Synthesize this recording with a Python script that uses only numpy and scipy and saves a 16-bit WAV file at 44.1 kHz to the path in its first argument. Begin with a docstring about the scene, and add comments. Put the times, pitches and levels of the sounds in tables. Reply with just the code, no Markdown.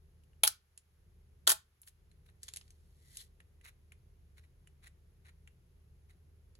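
"""A low hum and faint hiss fill a small quiet room. A reflex camera close by is touched, then takes a one-second
exposure: the mirror slaps up and bounces and the first curtain runs open; later the second curtain drops and the
mechanism recocks in a short clatter. The finger leaves the release, the hand shifts its grip and slides, and the
thumb turns a dial. Contacts are bursts of tiny impacts coloured by their part, slides are grainy noise, and the
hum is made of wavering sines. Loud bass makes a compressor turn the bass down for a moment."""
import sys
import numpy as np
from scipy import signal
from scipy.fft import rfft, irfft, next_fast_len
from scipy.io import wavfile
from scipy.ndimage import uniform_filter1d, minimum_filter1d, map_coordinates

SR = 44100
rng = np.random.default_rng(int(sys.argv[2]) if len(sys.argv) > 2 else 0)


def generate_wav(signal):
    """Clip the signal to [-1, 1] and save it as 16-bit WAV at the path in sys.argv[1]."""
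    frames = np.transpose(np.atleast_2d(signal))
    scaled = np.clip(frames, -1, 1) * 32767
    pcm = np.round(scaled).astype(np.int16)
    wavfile.write(sys.argv[1], SR, pcm)


N = 290971  # length in samples
TOP_HZ = 16200  # nothing much is kept above this
# how alike left and right are in the background and the room tail: f/Hz, likeness (1 = the same)
DISTANT_ALIKE = [(130, .87), (300, .94), (640, .05), (5000, 0.017), (8500, 1), (15000, .4)]
# colour of the first curtain's blades, used in the table of part colours: f/Hz, relative level/dB
BLADES = [(150, -48), (900, -20), (1450, -3), (1800, -15), (2300, -17), (3400, -8), (5000, -3), (6800, -8),
          (8600, 0), (10700, 0), (11700, -6), (12900, -5), (14200, -15), (15600, -14)]


def amp(db):
    """Turn decibels into a plain factor."""
    return 10 ** (np.asarray(db) / 20)


def unit(x):
    """Scale to an average (RMS) strength of 1."""
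    return x / np.sqrt(np.mean(x ** 2) + 1e-20)


def along(points, hz):
    """Read a curve of (f/Hz, value) points on a log frequency axis."""
    f, v = np.transpose(points)
    return np.interp(np.log(hz + 1), np.log(f + 1), v)


def waver(rate):
    """A random curve that takes a new value rate times a second, with smooth paths between."""
    return map_coordinates(rng.standard_normal(4096), [np.arange(N) / SR * rate], mode="wrap")


def add(track, s, sound):
    """Mix a sound in at time s."""
    start = round(s * SR)
    track[:, start:start + sound.shape[1]] += sound[:, :N - start]


def band_limit(hz, order=90):
    """Gain of a steep low-pass."""
    return 1 / np.sqrt(1 + (hz / TOP_HZ) ** (2 * order))


def filtered(x, response):
    """Multiply the spectrum of x by a response that depends on frequency."""
    size = next_fast_len(x.shape[-1] + SR // 8)
    spectrum = rfft(x, size) * response(np.fft.rfftfreq(size, 1 / SR))
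    return irfft(spectrum, size)[..., :x.shape[-1]]


def coloured(x, spectrum, tilt_db=0, size=8192):
    """Colour x without sounding early; unit power gain, tilted by tilt_db per octave above 1 kHz."""
    hz = np.fft.rfftfreq(size, 1 / SR)
    octaves = np.log2(np.maximum(hz / 1000, 1))
    gain = unit(amp(along(spectrum, hz) + tilt_db * octaves) * band_limit(hz))
    # folding the cepstrum forward gives a filter that starts at once (minimum phase)
    cepstrum = irfft(np.log(gain + 1e-4))
    cepstrum[1:size // 2] *= 2
    cepstrum[size // 2 + 1:] = 0
    impulse = irfft(np.exp(rfft(cepstrum)))[None, :size // 2]
    return signal.fftconvolve(x, impulse, axes=1)[:, :x.shape[1]]


def spread(pair, alike):
    """Turn two unrelated signals, used as mid and side, into left and right with the given likeness."""
    def shares(hz):
        turn = np.arccos(np.clip(along(alike, hz), -1, 1)) / 2
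        return np.array([np.cos(turn), np.sin(turn)])

    mid, side = filtered(pair, shares)
    return np.array([mid + side, mid - side])


def contact(t, t60, rise):
    """One blow: a dense rattle of tiny impacts that dies quickly."""
    impacts = rng.choice([-1, 1], (2, len(t)))
    return impacts * amp(-60 * t / t60) * (1 - np.exp(-t / rise))


def friction(size, grain_db):
    """Skin catches and slips: noise broken into millisecond grains of uneven strength."""
    grains = amp(grain_db * unit(uniform_filter1d(rng.standard_normal(size), size=80)))
    return unit(grains * rng.standard_normal((2, size)))


def background():
    """The building's low, slightly wavering hum and rumble, and a faint even hiss of air."""
    # steady tones: f/Hz, level/dB against the rumble setting
    hum_tones = [(43.1, -10), (75.2, -4)]
    # colour of the rumble: f/Hz, relative level/dB
    rumble_colour = [(20, -16.5), (32, -8), (45, -2.5), (58, -7.5), (78, -2), (95, -3.5), (120, -6.5),
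                     (165, -10.5), (220, -22), (400, -35), (900, -85)]
    # colour of the air hiss: f/Hz, relative level/dB
    air_colour = [(150, -18), (280, -10.5), (390, 3), (600, -9), (1000, -12.5), (2000, -14.5), (4000, -19),
                  (8000, -22), (11300, -17), (13200, -24.5), (15000, -34)]
    rumble_db, drift_db, drift_per_s = -61.5, -0.5, 3.2  # base level, size and pace of its drift

    def noise(spectrum):
        raw = rng.standard_normal((2, N))
        return unit(spread(filtered(raw, lambda hz: amp(along(spectrum, hz))), DISTANT_ALIKE))

    t = np.arange(N) / SR
    hum = 0
    for hz, db in hum_tones:
        phase = 2 * np.pi * hz * t + 0.91 * waver(5)
        hum = hum + amp(db) * np.sqrt(2) * np.sin(phase)
    level = amp(rumble_db + drift_db * waver(drift_per_s))
    return level * (hum + amp(-4.5) * noise(rumble_colour)) + amp(-77.5) * noise(air_colour)


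def ticks(rows, spectrum, gain_db, neutral_db, softening, t60, settle_db, ring_db, ring_t60):
    """Small clicks with a brief ring and a faint settling rattle; more midrange means a duller click."""
    out, t = np.zeros((2, N)), np.arange(SR // 6) / SR
    for s, db, midrange_db, hz in rows:
        tick = contact(t, t60, rise=0.00049) + amp(settle_db) * contact(t, 0.058, rise=.001)
        tick = coloured(tick, spectrum, tilt_db=softening * (neutral_db - midrange_db))
        ring = amp(ring_db) * np.sin(2 * np.pi * (hz * t + rng.random((2, 1))))
        add(out, s, amp(db + gain_db) * (tick + amp(-60 * t / ring_t60) * ring))
    return out


def grip_ticks():
    """Fingers tap the release button and the grip: quick coloured blows with a short ring."""
    # touches: t/s, relative level/dB, midrange against treble/dB, ring f/Hz
    touches = [(.2364, -57.5, -15, 2880), (.7761, -36, -15.5, 10100), (1.8168, -37.5, -46, 10330),
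               (1.8325, -48.5, -8, 10600), (1.875, -42.5, -5.5, 10500), (1.8831, -41.5, -11.5, 9540),
               (2.4319, -30, -15, 8030), (2.4822, -32, -10.5, 3420), (2.4869, -32, -8.5, 7060),
               (2.5369, -29.5, -12, 7350), (2.5612, -28, -14.5, 11100), (2.5701, -27.5, -12.5, 10600),
               (2.612, -43.5, -3.5, 5140), (2.679, -53.5, -8, 4400), (2.7053, -45, -14, 6320),
               (3.1707, -26.5, -18.5, 11000), (6.5525, -50, -8.5, 4580)]
    # colour of a touch: f/Hz, relative level/dB
    colour = [(200, -41), (900, -26.5), (2000, -14), (3800, -7), (6000, -7.5), (8500, 1.5), (11000, -5.5),
              (13000, -11.5), (15000, -38)]
    return ticks(touches, colour, gain_db=-3, neutral_db=-16.5, softening=0.67, t60=0.0082,
                 settle_db=-15.0, ring_db=-7.5, ring_t60=0.015)


def dial_clicks():
    """The dial clicks sharply: blows that last longer than a touch and ring more strongly."""
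    # clicks: t/s, relative level/dB, midrange against treble/dB, ring f/Hz
    clicks = [(.3324, -65, -4, 2895), (2.1145, -58.5, -11, 4120), (2.2884, -53, 10, 3800),
              (3.4024, -47, -4, 1911), (3.612, -55, -10.5, 2010), (3.6559, -45.5, 10, 2030),
              (3.6814, -47, -13, 2200), (3.9205, -45, -9, 2430), (4.6728, -49.5, -13.5, 2940),
              (4.8698, -44, -13, 1960), (5.4748, -47.5, -6.5, 2740)]
    # colour of a click: f/Hz, relative level/dB
    colour = [(250, -34.5), (1000, -11.5), (1800, 3), (2800, 3), (4000, -5), (5300, -13.5), (7200, 1.5),
              (9000, 0.5), (11000, 3), (13000, -20), (15000, -34)]
    return ticks(clicks, colour, gain_db=-5, neutral_db=-14.0, softening=0.52, t60=0.0162,
                 settle_db=-9.5, ring_db=-3, ring_t60=.022)


def mechanism(bounce_count, tooth_count):
    """List every contact inside the camera: blows, their rattles, curtain runs, mirror rebounds, gear teeth."""
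    # main blows: t/s, relative level/dB, time to fall by 60 dB/s, part
    blows = [(0.4345, -12, 0.0083, "mirror"), (.4364, -8.5, 0.0098, "mirror"),
             (0.4752, -15, 0.021, "blades"), (1.4746, -12.5, 0.019, "drop"),
             (1.4933, -16.5, 0.022, "recock"), (1.4965, -20, 0.02, "recock"),
             (1.501, -18.5, 0.031, "recock"), (1.5109, -22, 0.014, "recock"), (1.5175, -15, .011, "recock")]
    # loose parts rattle after every blow: delay, level against it, decay
    rattle_s, rattle_db, rattle_t60_s = .0035, -16, .045
    # a curtain runs before its stop: time ahead, level against the stop, decay
    run_s, run_db, run_t60_s = .0048, -13, .045
    bounce_s, bounce_shrink = .012, .68  # the mirror's first flight, each next flight over the last
    bounce_db, bounce_loss_db, bounce_t60_s = -22.5, 6.5, 0.02405  # first rebound, loss per rebound, decay
    # recocking gear: start, time from tooth to tooth, relative level, decay
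    gear_start_s, gear_step_s, gear_db, gear_t60_s = 1.482, .0066, -28.5, .04

    rattles = [(s + rattle_s, db + rattle_db, rattle_t60_s, part) for s, db, _, part in blows]
    runs = [(s - run_s, db + run_db, run_t60_s, part)
            for s, db, _, part in blows if part in ("blades", "drop")]
    mirror_up = max(s for s, _, _, part in blows if part == "mirror")
    landings = mirror_up + np.cumsum(bounce_s * bounce_shrink ** np.arange(bounce_count))
    rebounds = [(s, bounce_db - bounce_loss_db * k, bounce_t60_s, "mirror")
                for k, s in enumerate(landings)]
    teeth = [(gear_start_s + gear_step_s * k, gear_db, gear_t60_s, "recock") for k in range(tooth_count)]
    return blows + rattles + runs + rebounds + teeth


def shutter(shove_db, shove_s):
    """Each contact cracks in the colour of its part and shoves the body, which rings."""
    # colour of each part's blow, by part name: f/Hz, relative level/dB
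    part_colours = {"mirror": [(100, -51), (330, -33), (520, -20), (1000, -9), (1370, -10), (1800, -20.5),
                    (2250, -6), (2700, -8), (3500, -1.5), (5400, -15), (8800, -6.5), (9800, -11.5),
                    (10700, 3.5), (12300, -9), (15500, -17)], "blades": BLADES, "drop": [(80, -44),
                    (290, -23), (385, -7.5), (560, -17), (800, -11), (1400, 0.5), (2400, -16), (3600, 1.5),
                    (5700, -6.5), (7300, -1), (9000, 0.5), (11500, -12), (12700, -1.5), (14400, -27),
                    (15600, -20)], "recock": [(120, -71), (380, -17), (520, -25), (900, -6.5), (1500, -6.5),
                    (2200, -13), (3700, -6.5), (6500, -8), (8500, 1), (11400, -4), (12600, -1),
                    (14200, -16), (15600, -14.5)]}
    # resonances of the body and its springs: f/Hz, peak gain/dB, time to fall by 60 dB/s
    body_modes = [(374, 5, .1), (651.5, 1, 0.13), (849, 4.5, 0.11), (1430, -1.5, .025), (1827, 1.5, 0.025),
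                  (3320, 1.5, 0.033), (3800, -3, .056), (4560, -2, .07), (6281, 0, 0.11),
                  (7060, -2.5, 0.12), (9560, 0, 0.053), (10700, -4, 0.035), (12300, -3.5, .05)]
    cracks, t = np.zeros((2, N)), np.arange(SR // 5) / SR
    shove = (1 - t / shove_s) * np.exp(-t / shove_s)  # one low push, common to both sides
    for s, db, t60, part in mechanism(bounce_count=4, tooth_count=7):
        crack = coloured(contact(t, t60, rise=.00033), part_colours[part])
        crack[0] += amp(shove_db) * shove
        add(cracks, s, amp(db + 1.5) * crack)
    ring = np.zeros(len(t))
    for hz, db, t60 in body_modes:
        fade = amp(-60 * t / t60)
        ring += amp(db) * 2 * fade / fade.sum() * np.cos(2 * np.pi * hz * t)
    return cracks + signal.fftconvolve(cracks, ring[None], axes=1)[:, :N]


def thumb(grain_db):
    """A dial or switch scrapes twice at each notch: climbing out of one detent, dropping into the next."""
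    # notches: t/s of the climb, climb level/dB, drop level/dB, tilt/dB per octave
    drags = [(1.852, -77, -57.5, 10), (2.267, -73, -74.5, 1.5), (3.656, -56, -57.5, .5),
             (4.383, -64, -83, 0), (4.443, -71, -94, -1), (4.84, -62.5, -58.5, -1), (5.263, -62.5, -63, -2),
             (6.105, -67, -82, -0.5)]
    # colour of the scrape: f/Hz, relative level/dB
    drag_colour = [(250, -23), (800, -14), (1500, -4), (2200, 0), (3200, -13), (3900, -2), (4700, -14.5),
                   (6000, -14.5), (7200, -12), (10000, -9), (13000, -17.5), (15000, -26)]
    notch_s, drag_half_s = 0.029, 0.0092  # climb to drop, bell-curve width of each
    out, t = np.zeros((2, N)), np.arange(-SR // 10, SR // 10) / SR

    def swell(delay):
        return np.exp(-((t - delay) / drag_half_s) ** 2 / 2)

    for s, climb_db, drop_db, tilt_db in drags:
        strength = amp(climb_db) * swell(0) + amp(drop_db) * swell(notch_s)
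        stroke = strength * friction(len(t), grain_db)
        add(out, s + t[0], coloured(stroke, drag_colour, tilt_db))
    return out


def palm(grain_db):
    """The palm hisses along the textured grip in swelling, fading slides; skin squeaks near the strongest."""
    # slides: t/s of the strongest rub, level/dB, swell/dB per s, fade/dB per s
    slides = [(2.44, -64.5, 600, 63), (2.88, -87.5, 59, 60), (3.214, -53.5, 121, 440)]
    # colour of rubbing skin: f/Hz, relative level/dB
    skin_colour = [(500, -31), (1500, -11), (2000, -3.5), (2600, -11.5), (3700, -1.5), (6000, -6),
                   (8500, -1), (10500, -3), (13000, -7.5), (14500, -28)]
    # squeaks: t/s of the middle, bell-curve width/s, f/Hz, waver of f/Hz, level/dB
    squeaks = [(3.103, 0.063, 1997, 110, -75), (3.198, 0.015, 3750, 450, -54.5)]
    t = np.arange(N) / SR
    rub = sum(amp(db - np.maximum(swell * (s - t), fade * (t - s))) for s, db, swell, fade in slides)
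    out = rub * coloured(friction(N, grain_db), skin_colour)
    for s, half, hz, waver_hz, db in squeaks:
        pitch = hz + waver_hz * waver(500)
        envelope = amp(db) * np.exp(-((t - s) / half) ** 2 / 2)
        out = out + envelope * np.sin(2 * np.pi * np.cumsum(pitch) / SR)
    return out


def room(x, build):
    """The walls answer with a short diffuse tail whose decay time depends on frequency."""
    # decay of the tail: f/Hz, time to fall by 60 dB/s
    decay = [(200, .083), (1400, 0.22), (5000, .19), (10000, .15), (15000, .14)]
    hz, t, z = signal.stft(rng.standard_normal((2, SR // 2)), SR, nperseg=256)
    envelope = amp(-60 * t / along(decay, hz)[:, None]) * (1 - np.exp(-t / build))
    tail = signal.istft(z * envelope, SR, nperseg=256)[1]
    tail = tail / np.linalg.norm(tail[0])
    return spread(signal.fftconvolve(x, tail, axes=1)[:, :N], DISTANT_ALIKE)


def bass_compressor(x):
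    """Loud bass slowly pushes the bass down; the cut holds, then lets go at a steady rate."""
    # upper edge of the bass, level where cutting starts, dB cut per dB above it, deepest cut
    edge_hz, threshold_db, slope, depth_db = 720, -58.5, 1.8, 11
    lag_s, attack_s, hold_s, release_db_per_s = 0.017, 0.14, 0.17, 56
    bass = filtered(x, lambda hz: 1 / (1 + (hz / edge_hz) ** 4))
    attack, hold = int(attack_s * SR), int(hold_s * SR)

    def recent(v):  # average over the attack time just past
        return uniform_filter1d(v, attack, origin=(attack - 1) // 2)

    level_db = 10 * np.log10(np.abs(recent(np.mean(bass ** 2, axis=0))) + 1e-12)
    gain_db = np.clip(slope * (threshold_db - level_db), -depth_db, 0)
    gain_db = minimum_filter1d(gain_db, hold, origin=(hold - 1) // 2)
    recovery_db = release_db_per_s * np.arange(N) / SR
    gain_db = np.minimum.accumulate(gain_db - recovery_db) + recovery_db  # rises no faster than the release
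    late_db = np.interp(np.arange(N) - lag_s * SR, np.arange(N), recent(gain_db))
    return x + (amp(late_db) - 1) * bass


def scene():
    """The camera and the hands close by, their room and the background."""
    # how alike left and right are for the close sounds: f/Hz, likeness (1 = the same)
    near_alike = [(450, .98), (800, .75), (1400, .55), (3000, .45), (5500, .55), (8000, .95), (15000, .95)]
    hands = grip_ticks() + dial_clicks() + thumb(grain_db=3.5) + palm(grain_db=2.5)
    camera = shutter(shove_db=-18.0, shove_s=0.0002) + hands
    return spread(camera, near_alike) + amp(-15.5) * room(camera, build=0.002) + background()


def record(dry):
    """The bass is compressed; the two microphone ports are out of step; the band limit cuts the top."""
    # how far the left port leads the right: f/Hz, lead/radians
    ports = [(0, 0), (520, 0), (750, 1.3), (1150, 3), (1500, 4), (2000, 5), (2500, 4.4), (3000, 6),
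             (4700, 15.5), (6800, 11.6), (8500, 9.5), (11000, 6.2), (13500, 3.1), (16000, -.3)]

    def response(hz):
        lead = uniform_filter1d(np.interp(hz, *np.transpose(ports)), size=len(hz) // 70)
        return np.exp(.5j * np.outer([1, -1], lead)) * band_limit(hz)  # half the lead to each side

    return filtered(bass_compressor(dry), response)


dry = scene()
out = record(dry)
generate_wav(out)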